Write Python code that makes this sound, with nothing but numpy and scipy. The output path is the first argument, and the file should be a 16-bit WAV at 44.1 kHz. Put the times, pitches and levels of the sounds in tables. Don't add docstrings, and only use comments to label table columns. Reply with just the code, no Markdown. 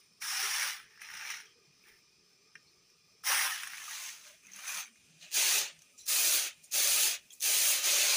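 import sys
import numpy as np
from scipy import signal
from scipy.fft import rfft, irfft
from scipy.io import wavfile
from scipy.ndimage import uniform_filter1d

SR = 44100
rng = np.random.default_rng(int(sys.argv[2]) if len(sys.argv) > 2 else 0)


def to_wav(sig):
    pcm = np.clip(np.atleast_2d(sig), -1, 1) * 32767
    pcm = np.round(pcm).astype(np.int16)
    wavfile.write(sys.argv[1], SR, pcm.T)


def elevation(decibels):
    levels = np.asarray(decibels, float)
    return 10 ** (levels / 20)


N = 359856

CUT_S = 3.46, 3.86
# centre_hz, width_hz, lift_db
MIC_PEAK = [(14760, 2100, 6.5), (13900, 510, -3)]
TOSS_SPREAD_DB = 0.93


def evened(x):
    return x / np.sqrt(np.mean(x ** 2) + 1e-20)


def peaked(x, db):
    return x * elevation(db) / abs(x).max()


def add(mix, s, sound):
    part = mix[max(round(s * SR), 0):][:len(sound)]
    part += sound[:len(part)]


def smoothed(x, size):
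    return uniform_filter1d(uniform_filter1d(x, int(size)), int(size))


def wander(smooth):
    return evened(smoothed(rng.standard_normal(N), smooth))


def flutter(size, smooth):
    return evened(smoothed(rng.standard_normal(size + 2000), smooth)[1000:-1000])


def read(points, hz):
    f, value = np.transpose(points)
    return np.interp(np.log(hz + 1), np.log(f + 1), value)


def humps(modes, hz):
    return sum(db / (1 + (2 * (hz - centre_hz) / width) ** 2) for centre_hz, width, db in modes)


def coloured(x, spectrum, modes=()):
    # centre_hz, width_hz, lift_db
    tray_modes = [(584, 77, 7.5), (690, 6.4, 7.5), (773.4, 6, 13.5), (870, 39, 4.5), (1050, 5.5, 9.5),
                  (1250, 9, 7), (2410, 40, 0)]
    hz = abs(np.fft.fftfreq(8192, 1 / SR))
    level_db = read(spectrum, hz) + humps([*tray_modes, *MIC_PEAK, *modes], hz)
    log_gain = np.log(elevation(np.maximum(level_db, -100)))
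    minimum_phase = np.exp(np.conj(signal.hilbert(log_gain)))
    ringing = np.fft.ifft(minimum_phase).real[:4096]
    return signal.oaconvolve(x, ringing)[:len(x)]


def far_share():
    return np.interp(np.arange(N) / SR, CUT_S, [0, 1])


def air(patchy_db=2.6, stir_db=2.5, drift_share=.003, gust_db=4):
    # pitch_hz, level_db (per Hz)
    near_air = [(24, -53), (40, -20), (178, -6), (253, -12.5), (416, -12), (533, -17.5), (1070, -19.5),
                (1180, -20.5), (1760, -18), (2440, -13), (2830, -16), (5280, -13.5), (8260, -29.5),
                (13300, -32.5), (15400, -29)]
    far_air = [(24, -64), (40, -36), (87, -3.5), (136, -8), (246, -1.5), (459, -13.5), (635, -10),
               (1150, -22), (1240, -23), (1600, -31), (2440, -4.5), (3820, -12.5), (6130, -13.5),
               (15400, -23.5)]
    # centre_hz, width_hz, lift_db
    air_modes = [(160, 23, 6.5), (415, 37, 14), (1222, 93, 14.5), (2440, 120, 11.5), (5230, 870, 9),
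                 (6080, 350, 10.5), (7500, 210, 9.5), (9170, 2200, 11.5), (12700, 2100, -1)]
    level_db = -66.5
    frames, hz = N // 256 + 5, np.fft.rfftfreq(1024, 1 / SR)
    column_hz = hz[:, None]
    out = np.zeros(N)
    for colour, share in (near_air, 1 - far_share()), (far_air, far_share()):
        a, b, patches = rng.standard_normal((frames, 513, 3)).T
        patches = evened(uniform_filter1d(uniform_filter1d(patches, 5, 0), 10, 1))
        drift = 1 + drift_share * evened(smoothed(b[0], 9))
        tone_db = (read(colour, hz) + humps(MIC_PEAK, hz))[:, None] + humps(air_modes, column_hz * drift)
        z = (a + 1j * b) * elevation(tone_db + patchy_db * patches / (1 + column_hz / 9000))
        gusts = evened(uniform_filter1d(b[-1], 22))
        z *= elevation(gust_db * gusts / (1 + (column_hz / 110) ** 4))
        stirs = evened(uniform_filter1d(a[0], 7))
        z *= elevation(stir_db * stirs * (column_hz / 15000) ** 2)
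        murmur = evened(signal.istft(z, nperseg=1024, noverlap=768)[1][:N])
        out += np.sqrt(share) * elevation(level_db) * murmur
    return out


def walls(x, t60=0.13):
    t = np.arange(6000) / SR
    tail = rng.standard_normal(6000) * elevation(-60 * t / t60) * (t > .003)
    return signal.oaconvolve(x, tail / np.linalg.norm(tail))[:N]


def bangles():
    # start_s, pitch_hz, level_db, t60_s
    rings = [
        (0, 9000, -71, 0.98),
        (4.88, 8700, -72, 0.75),
        (6.0, 4070, -56, 0.22),
        (6.005, 10800, -58, 0.19),
        (5.69, 8650, -66, 0.54),
        (6.5, 8650, -74, .6),
        (6.64, 8650, -62, .2),
        (6.64, 9240, -64, .1),
        (6.64, 6830, -64, 0.1),
        (7.306, 3240, -64, 0.08),
    ]
    out, t = np.zeros(N), np.arange(SR // 2) / SR
    for s, hz, db, t60 in rings:
        beat = 1 + 0.27 * np.cos(2 * np.pi * 22 * t) + 0.37 * flutter(len(t), 200)
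        attack = np.minimum(t / 0.0014, 1)
        add(out, s, elevation(db - 60 * t / t60) * beat * np.sin(2 * np.pi * hz * t) * attack)
    return out


def tray_hums(rough_db=3.5, waver=.05):
    # start_s, length_s, pitch_hz, level_db
    hums = [(0.39, 0.057, 328, -74), (0.415, 0.096, 412, -54), (1.55, 0.051, 500, -68),
            (2.356, 0.09, 405, -68.5), (3.296, 0.015, 554, -40), (3.878, 0.016, 1260, -46),
            (3.906, 0.013, 920, -50), (5.829, 0.051, 1250, -71), (5.929, 0.047, 1270, -74),
            (1.417, 0.067, 423, -66), (1.67, 0.048, 164, -63), (4.237, 0.13, 618, -62.5),
            (4.44, 0.19, 200, -67), (4.727, 0.091, 195, -69), (4.871, 0.091, 240.6, -70),
            (5.066, 0.14, 155.4, -62), (5.2, 0.067, 164, -59), (5.21, 0.088, 610, -66.5),
            (5.553, 0.11, 160, -64.5), (5.71, 0.12, 160, -65.5), (6.55, 0.11, 155, -69.5)]
    out = np.zeros(N)
    for s, length, hz, db in hums:
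        t = np.arange(0, length, 1 / SR)
        uneven, drift = flutter(9000, 520)[:len(t)], flutter(9000, 600)[:len(t)]
        turns = np.cumsum(hz + waver * min(hz, 400) * drift) / SR
        swell = signal.windows.tukey(len(t), .6)
        add(out, s, elevation(db - 3.0 + rough_db * uneven) * np.sin(2 * np.pi * turns) * swell)
    return out


def lone_grain():
    # pitch_hz, level_db, t60_s
    bare_modes = [(1250, -15, 0.033), (1640, -3.5, 0.034), (1810, 2.5, 0.027), (2083, -5, .03),
                  (2400, -6, .04), (2760, -10, .05), (3155, -18, .04), (5420, -8, .025), (5870, -10, 0.022),
                  (8000, -26, .02), (9500, -18, .02), (4300, -22, .012)]
    start_s, level_db, rise_s = 2.5535, -39, 0.0016
    wall_echo_s, wall_echo_db = 0.019, -20
    out, t = np.zeros(N), np.arange(3000) / SR
    ring = sum(elevation(level_db + db - 60 * t / t60) * np.sin(2 * np.pi * hz * t) for hz, db, t60 in bare_modes)
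    ring = ring * np.minimum(t / rise_s, 1)
    add(out, start_s, ring)
    add(out, start_s + wall_echo_s, elevation(wall_echo_db) * ring)
    return out


def clusters(rise_s=0.0021, end_db=-14, grit_db=3, width_share=.042):
    # start_s, length_s, pitch_hz, level_db
    strips = [(1.014, 0.02, 9700, -56.5), (1.015, .02, 11600, -64), (1.103, .02, 11400, -63),
              (1.103, 0.028, 9300, -66), (1.138, .015, 10200, -54), (1.163, .05, 8600, -64),
              (1.196, 0.037, 8800, -63), (1.245, 0.044, 8800, -68), (1.3, .03, 9300, -53),
              (1.4, 0.029, 9600, -63), (3.53, 0.012, 9500, -55), (3.545, .006, 9500, -50),
              (3.558, .006, 9700, -51), (4.468, .005, 9500, -60), (4.59, .006, 9500, -56),
              (5.79, .004, 9500, -64), (5.79, .004, 4800, -64), (3.632, 0.0065, 9500, -43),
              (3.672, 0.011, 9300, -46), (3.908, .008, 9600, -44), (4.558, .012, 10500, -50.5),
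              (4.645, 0.026, 8500, -63), (4.68, .04, 9900, -55), (4.743, 0.075, 10600, -52),
              (4.768, .045, 8800, -51), (4.86, .015, 10000, -61), (5.977, 0.14, 5830, -58.5),
              (5.978, 0.058, 7300, -59), (5.983, .02, 9200, -63), (5.993, 0.044, 3850, -63),
              (7.303, .01, 6600, -54), (7.304, 0.025, 3300, -57), (7.301, 0.038, 2650, -66.5),
              (7.312, 0.062, 6560, -63), (7.324, .02, 9350, -59), (7.33, .012, 7500, -55),
              (0, .025, 5100, -62), (.204, 0.013, 5700, -54), (.905, 0.086, 1800, -66),
                  (.93, .04, 2460, -73), (.96, 0.043, 5240, -66), (1.46, 0.084, 3170, -67.5),
                  (.8, 0.046, 9500, -69.5), (.98, .03, 1750, -59), (1.836, .045, 2450, -68),
                  (1.84, 0.044, 1790, -67), (1.882, 0.025, 2120, -65), (1.892, .015, 1760, -62),
                  (1.915, 0.061, 1820, -69), (1.945, .015, 2120, -66), (2.597, .012, 1740, -71),
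                  (2.67, .05, 4330, -69.5), (4.2, 0.063, 5900, -68), (4.26, 0.034, 6000, -67),
                  (4.31, 0.072, 1590, -73), (4.325, 0.049, 3380, -71), (4.425, 0.084, 2490, -65),
                  (4.434, .07, 6400, -66), (4.48, .04, 2070, -62), (4.516, 0.013, 6300, -57),
                  (4.534, 0.017, 6130, -50), (4.84, 0.043, 6060, -60), (4.85, 0.047, 2280, -62),
                  (5.21, 0.068, 4070, -59), (5.212, 0.035, 6660, -65), (5.22, 0.048, 2900, -58.5),
                  (5.225, 0.044, 698, -67), (5.312, .025, 6560, -62), (5.315, 0.03, 2700, -49.5),
                  (6.638, 0.037, 6800, -60), (6.638, .018, 8700, -62), (6.638, 0.024, 9350, -59),
                  (6.64, .03, 5500, -65), (6.704, .02, 2560, -58), (6.73, 0.12, 582, -67)]
    out, t = np.zeros(N), np.arange(4000) / SR
    for s, length, hz, db in strips:
        smooth = max(SR / (hz * width_share * 3), 2)
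        rattle = flutter(4000, smooth) * np.cos(2 * np.pi * hz * t)
        rattle += flutter(4000, smooth) * np.sin(2 * np.pi * hz * t)
        grit = elevation(grit_db * flutter(4000, 40))
        fade = elevation(db + end_db * (t / length) ** 3)
        add(out, s, rattle * grit * np.minimum(t / rise_s, 1) * fade)
    return out


def ticks(far_db=-10, own_db=-6, scatter_db=-10, echo_s=0.019, echo_db=-16, crack=.3):
    # start_s, level_db, main_hz, sparkle_db (spray over the modes)
    near_ticks = [(0.216, -46, 1560, 2), (0.975, -48, 1720, -6), (0.995, -46, 1890, -15),
                  (1.1698, -42, 2010, 3), (1.231, -40, 1900, -8), (1.456, -52, 2400, -1),
                  (1.017, -35, 2080, -10), (1.0882, -36, 2080, -15), (1.102, -36, 1670, -18),
                  (1.138, -37, 1630, -5), (1.2102, -32, 2450, -9), (1.251, -33, 2160, -15),
                  (1.302, -28, 2070, -3), (1.339, -33.5, 1810, -9), (1.3703, -42, 1570, 3),
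                  (1.402, -37.5, 1700, -6), (1.882, -52, 2100, -8), (2.899, -62, 2430, 6),
                  (3.237, -40, 1350, -16), (3.633, -29, 2030, -6.5), (3.671, -35, 1790, -6.5),
                  (3.526, -42, 1900, 0), (3.541, -39, 1800, -2), (3.7342, -33, 1520, -12),
                  (3.744, -35.5, 2050, -13), (3.78, -37, 2200, -10), (3.8174, -42, 1250, -19)]
    far_ticks = [(3.91, -38, 1700, -14), (3.921, -42, 2100, -12), (4.094, -40, 2300, 1),
                 (4.468, -52, 2460, 5.5), (4.518, -56, 2460, 10), (4.535, -52, 2400, 9),
                 (4.5594, -46, 2300, 2), (4.589, -45, 2400, 4), (4.9573, -54.5, 2480, -3),
                 (5.224, -49, 2920, -6), (5.789, -65, 2900, 13.5), (5.819, -54, 2890, 6),
                 (7.305, -55, 3300, 7), (4.6484, -55, 2450, 3), (4.6548, -52, 2450, 3),
                 (4.6817, -44, 2400, 10), (4.745, -38, 2400, 6), (4.775, -41, 2400, 10)]
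    # pitch_hz, level_db, t60_s
    weave_modes = [(1350, -27, 0.012), (1810, -5, 0.011), (1980, -19, 0.025), (2400, -27, 0.021),
                   (2824, -18.5, 0.021), (3220, -32, 0.01)]
    # pitch_hz, level_db (per Hz)
    near_sparkle = [(3500, -40), (4800, -12), (5800, 0), (7000, -22), (9500, -19), (11800, -28),
                    (13500, -38), (15000, -33), (16500, -50)]
    far_sparkle = [(3500, -30), (5200, -16), (6200, 0), (7200, -16), (9500, -20), (11000, -19),
                   (13500, -30), (15000, -26), (16500, -50)]
    out, t = np.zeros(N), np.arange(2000) / SR
    events = [*near_ticks, *far_ticks]
    hiss, knocks = rng.standard_normal((2, len(events), len(t)))
    near, far = np.split(hiss, [len(near_ticks)])
    sprays = np.r_[coloured(near.ravel(), near_sparkle), coloured(far.ravel(), far_sparkle)]
    sprays = sprays.reshape(-1, len(t))
    for (s, db, main_hz, sparkle_db), noise, knock, spray in zip(events, hiss, knocks, sprays):
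        distance_db = far_db * (s > CUT_S[1])
        modes = [(hz, level + distance_db, t60) for hz, level, t60 in weave_modes]
        ring = np.zeros(len(t))
        for hz, level, t60 in [*modes, (main_hz, own_db, .012)]:
            louder, higher = rng.standard_normal(2)
            tone = np.sin(2 * np.pi * hz * (1 + 0.048 * higher) * t)
            ring += elevation(level + 0.5 * louder - 60 * t / t60) * tone
        ring *= np.minimum(t / 0.00046, 1)
        blows = elevation(scatter_db - 60 * t / .035) * knock * (abs(noise) > 2.1)
        blows[20] = 1
        spray = spray * elevation(-60 * t / 0.037) * np.minimum(t / 0.0013, 1)
        spray = spray + crack * knock * abs(spray).max() * elevation(-60 * t / .004)
        tick = peaked(signal.oaconvolve(ring, blows)[:2000], db) + peaked(spray, db + sparkle_db)
        add(out, s, tick)
        add(out, s + echo_s, elevation(echo_db) * tick)
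    return signal.sosfilt(signal.butter(4, 950, "high", fs=SR, output="sos"), out)


def slide(row, start_s, start_db, settle_db, body_db, weave_db):
    swell, thin = (0.17, -0.016, -0.21, 0.33), (0.21, 0.31, -0.54, 0.024)
    settle_at = np.array([.62, 1, 1.5, 2.2])
    lands, ends, db, fizz_db, settle_s = row
    s = [*np.add(lands, start_s), ends, *(ends + settle_s * settle_at)]
    flow = np.column_stack([s, np.add(db, [*start_db, 0, *settle_db])])
    return "toss", flow, (body_db, weave_db, fizz_db, TOSS_SPREAD_DB), swell, thin


def hand_movements():
    # time_s, rattle_db
    first_scoop = [(0.199, -74.5), (0.221, -43.5), (.318, -40), (.43, -37), (.5, -38.5), (.62, -36.5),
                   (.7, -41), (.77, -55), (.9, -80)]
    first_drop = [(.9, -68), (.99, -74), (1.02, -55), (1.08, -56), (1.14, -53), (1.25, -50), (1.315, -45),
                  (1.41, -56.5), (1.55, -83)]
    brush = [(1.78, -99), (1.85, -79), (1.89, -70.5), (1.91, -76), (2.0, -84)]
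    second_scoop = [(3.22, -113), (3.241, -49.5), (3.27, -36), (3.32, -34), (3.396, -35), (3.47, -38.5),
                    (3.56, -53), (3.68, -59), (3.86, -71)]
    stirring = [(3.5, -48), (3.7, -58), (3.938, -46.5), (4.074, -46.5), (4.158, -55.5), (4.212, -59.5),
                (4.284, -57), (4.412, -74.5), (4.44, -90)]
    second_drop = [(4.41, -93), (4.436, -72), (4.52, -65), (4.56, -55), (4.64, -51), (4.688, -41.5),
                   (4.795, -41), (4.832, -50), (4.95, -89)]
    # body_db, weave_db, fizz_db (above the rattle), size_spread_db
    hand_mix = [
        (-13, 0.5, -1.5, 2.3),
        (-9.5, 2.5, -5, 2.5),
        (-6, 7, 8, 1.9),
        (-8, 1.5, 2.5, 2.7),
        (-14.5, -2, -1, 2.5),
        (-14.5, -1, -0.5, 3.9),
    ]
    scoop = (-0.5, -0.4, 0.1, -0.14), (-0.069, 0.3, -0.01, 0.036)
    drop = (0.029, 0.12, 0.078, 0.054), (-0.29, 0.027, -.1, -0.039)
    pour = (-0.0052, 0.1, -0.058, -0.038), (-0.079, 0.19, -0.11, -0.032)
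    hands = [("scoop", first_scoop, scoop), ("trickle", first_drop, drop), ("trickle", brush, drop),
             ("scoop", second_scoop, scoop), ("stir", stirring, drop), ("pour", second_drop, pour)]
    return [(colour, flow, mix, *change) for (colour, flow, change), mix in zip(hands, hand_mix)]


def tray_movements():
    # lands_s, slide_ends_s, rattle_db, fizz_db (above the rattle), settling_s
    tosses = [
        (6.055, 6.359, -31, 3.5, 0.19),
        (6.708, 7.057, -30.5, 3, .15),
        (7.397, 7.718, -30.5, 3, 0.19),
    ]
    rocks = [
        (5.298, 5.592, -31, -0.5, 0.15),
        (7.794, 8.2, -30.5, -1, .14),
    ]
    # start_s, rattle_db, weave_db, fizz_db (above the rattle), slowness (times)
    jerks = [
        (0.004, -67, 9, 5, 0.64),
        (5.232, -49, 2, -10, 2.6),
        (5.996, -53, -5, -2, 1.9),
        (6.642, -57, -16, 4, 1.5),
        (7.332, -53.5, -30, 7.5, 1.4),
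    ]
    land_s, land_db = (0.0023, .02, 0.028, 0.073), (-24, -11, -3.5, -1.5)
    settle_db = (-10.5, -39.5, -47.5, -50)
    tilt_s, tilt_db = (.001, .02, 0.045, 0.068), (-48, -23.5, -4, 0)
    tilt_back_db = (-19.5, -38.5, -47, -47)
    jerk_s = np.array([-0.11, -0.018, -0.0023, -0.0067, 0.026, 0.1])
    jerk_db, jerk_body_db = (-25.5, -23.5, -7, -5, -16, -25), -23
    jerk_change = (0.46, -0.035, -0.068, -0.1)
    out = [slide(row, land_s, land_db, settle_db, body_db=-19, weave_db=-5.5) for row in tosses]
    out += [slide(row, tilt_s, tilt_db, tilt_back_db, body_db=-16, weave_db=-4) for row in rocks]
    for s, db, weave_db, fizz_db, slow in jerks:
        flow = np.column_stack([s + slow * jerk_s, np.add(db, jerk_db)])
        mix = jerk_body_db, weave_db, fizz_db, TOSS_SPREAD_DB
        out.append(("toss", flow, mix, jerk_change, jerk_change))
    return out


def flows(names, quiet_db=-120, most_below_db=30):
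    lag_ms = 20, 10, 0.5, 0.5
    t = np.arange(0, N / SR, .001)
    power, spread, total = np.zeros((len(names), 4, len(t))), 0, 1e-30
    for colour, flow, mix, swell, thin in hand_movements() + tray_movements():
        s, db = np.transpose(flow)
        rattle = np.interp(t, s, db, quiet_db, quiet_db)
        below = np.minimum(db.max() - rattle, most_below_db)
        mix, swell, thin = np.reshape([mix, swell, thin], (3, 4, 1))
        body, weave, fizz, sizes = mix + below * np.where(t < s[db.argmax()], swell, thin)
        power[names.index(colour)] += elevation(rattle + np.array([body, weave, 0 * t, fizz])) ** 2
        spread = spread + sizes * elevation(rattle) ** 2
        total = total + elevation(rattle) ** 2
    tossed = power[names.index("toss")]
    for k, lag in enumerate(lag_ms):
        keep = np.exp(-1 / lag)
        lagging = signal.lfilter([1 - keep], [1, -keep], tossed[k] ** .25) ** 4
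        tossed[k] = np.minimum(tossed[k], lagging)
    return t, np.sqrt(power), spread / total


def patchy(x, patch_db, broad_db):
    z = signal.stft(x, nperseg=1024, noverlap=768)[2]
    chance = rng.standard_normal((2, *z.T.shape))
    patches = evened(uniform_filter1d(uniform_filter1d(chance[0].T, 3, 0), 6, 1))
    patches = patches / (1 + np.arange(len(z))[:, None] / 200)
    broad = evened(uniform_filter1d(uniform_filter1d(chance[1].T, 18, 0), 5, 1))
    broad = broad * np.linspace(.4, 1.8, len(z))[:, None]
    broad_db = np.interp(np.arange(z.shape[1]) * 256, np.arange(N), broad_db)
    lifted = z * elevation(patch_db * patches + broad_db * broad)
    return signal.istft(lifted, nperseg=1024, noverlap=768)[1][:N]


def grain_clicks(spread, per_s=9000, clump_db=-1.04, bed=0.78):
    size = elevation(spread * np.minimum(rng.exponential(1, N), 5)) * rng.choice([-1, 1], N)
    clicks = size * (rng.random(N) < per_s / SR)
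    mean_power = per_s / SR / (1 - np.minimum(spread * np.log(10) / 10, .9))
    clumps = elevation(clump_db * spread / 3 * wander(140))
    impacts = (clicks / np.sqrt(mean_power) + bed * rng.standard_normal(N)) * clumps
    return patchy(impacts, patch_db=3.2, broad_db=np.clip(.4 + .6 * (spread - 1.7), 0, 2.5))


def rice():
    # pitch_hz, level_db (per Hz)
    scoop = [(120, -41), (200, -30), (406, -30), (470, -24), (676, -20.5), (782, -6), (1500, -5),
             (1770, -1.5), (4470, -12.5), (5570, -2), (7440, -16.5), (9600, -3.5), (13600, -20),
             (15400, -8.5)]
    trickle = [(240, -51), (400, -29), (672, -31), (872, -10), (1060, -19), (1220, -4.5), (1610, 1.5),
               (2390, 5), (4680, -13), (5530, -2.5), (7860, -24), (9160, -11), (13600, -26), (15400, -14)]
    stir = [(180, -80), (300, -37), (460, -41), (640, -14.5), (983, -5.5), (1240, -6.5), (1960, -3),
            (2430, -2), (4940, -7), (6120, -3.5), (7340, -9), (10700, -7), (13500, -22), (15400, -9.5)]
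    pour = [(300, -61), (600, -12), (1200, -2.5), (2000, -5), (4300, -8), (7600, -11.5), (10300, -7.5),
            (13500, -23), (15400, -9.5)]
    toss = [(120, -66), (200, -41.5), (364, -10), (479, -12.5), (553, -10.5), (990, -11.5), (2200, -2.5),
            (2500, 2.5), (5370, -8), (6320, -1.5), (8010, -9), (9430, -3.5), (13600, -15), (15400, -7.5)]
    # centre_hz, width_hz, lift_db
    trickle_modes = [(4100, 280, 2), (4650, 210, -14), (8700, 300, 3)]
    heap_modes = [(2430, 190, -0.5), (6360, 920, 4.5)]
    pour_modes = [(2450, 400, 5.5), (6210, 810, 14)]
    split_hz = 1200, 4000, 8000
    colours = {"scoop": (scoop, []), "trickle": (trickle, trickle_modes), "stir": (stir, heap_modes),
               "pour": (pour, pour_modes), "toss": (toss, [])}
    s, all_gains, spread_db = flows(list(colours))
    t = np.arange(N) / SR
    drive = grain_clicks(np.clip(np.interp(t, s, spread_db), 0, 6))
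    hz, out = np.fft.rfftfreq(N, 1 / SR), np.zeros(N)
    lows = [0] + [1 / (1 + (hz / edge) ** 12) for edge in split_hz] + [1]
    for (colour, modes), gains in zip(colours.values(), all_gains):
        ringing = rfft(coloured(drive, colour, modes))
        for under, upto, gain in zip(lows, lows[1:], gains):
            out += np.interp(t, s, gain) * evened(irfft(ringing * (upto - under), N))
    return out


def scene():
    duck_db, duck_from_db = -1, -46.5
    struck, grains, kitchen = ticks() + lone_grain(), rice(), air()
    tail = elevation(-12) * walls(struck)
    grains_db = 10 * np.log10(abs(uniform_filter1d(grains ** 2, 2000)) + 1e-12)
    loud = np.clip((grains_db - duck_from_db) / 10, 0, 1)
    rumble = signal.sosfiltfilt(signal.butter(2, 220, fs=SR, output="sos"), kitchen)
    mix = grains + struck + tail + tray_hums() + bangles() + clusters() + kitchen
    mix = mix - (1 - elevation(duck_db * loud)) * rumble
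    return np.array([mix, mix])


def add_ear_slips(mix):
    # start_s, low_hz, high_hz, level_db
    slips = [
        (5.41, 6860, 9000, -41),
        (6.734, 7500, 9000, -43),
        (6.734, 12300, 13900, -47),
        (7.059, 4550, 5800, -44),
        (7.059, 8100, 9700, -44),
        (7.059, 13700, 15200, -44),
    ]
    hz = np.fft.rfftfreq(2048, 1 / SR)
    for s, low_hz, high_hz, db in slips:
        band = (hz > low_hz) & (hz < high_hz)
        slip = evened(irfft(rfft(rng.standard_normal(2048)) * band))
        slip *= elevation(db) * signal.windows.tukey(2048, .8)
        add(mix[0], s, slip)
        add(mix[1], s, -slip)


def low_pass(x):
    return signal.sosfilt(signal.butter(12, 16820, fs=SR, output="sos"), x)


def record(dry):
    shaved = dry - .24 * np.tanh(dry / .24)
    out = dry - signal.sosfilt(signal.butter(2, 300, "high", fs=SR, output="sos"), shaved)
    edge = signal.firwin(1023, 15520, window=("kaiser", 5), fs=SR)
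    out = signal.oaconvolve(out, edge[None], "same")
    add_ear_slips(out)
    return low_pass(out)


dry = scene()
out = record(dry)
to_wav(out)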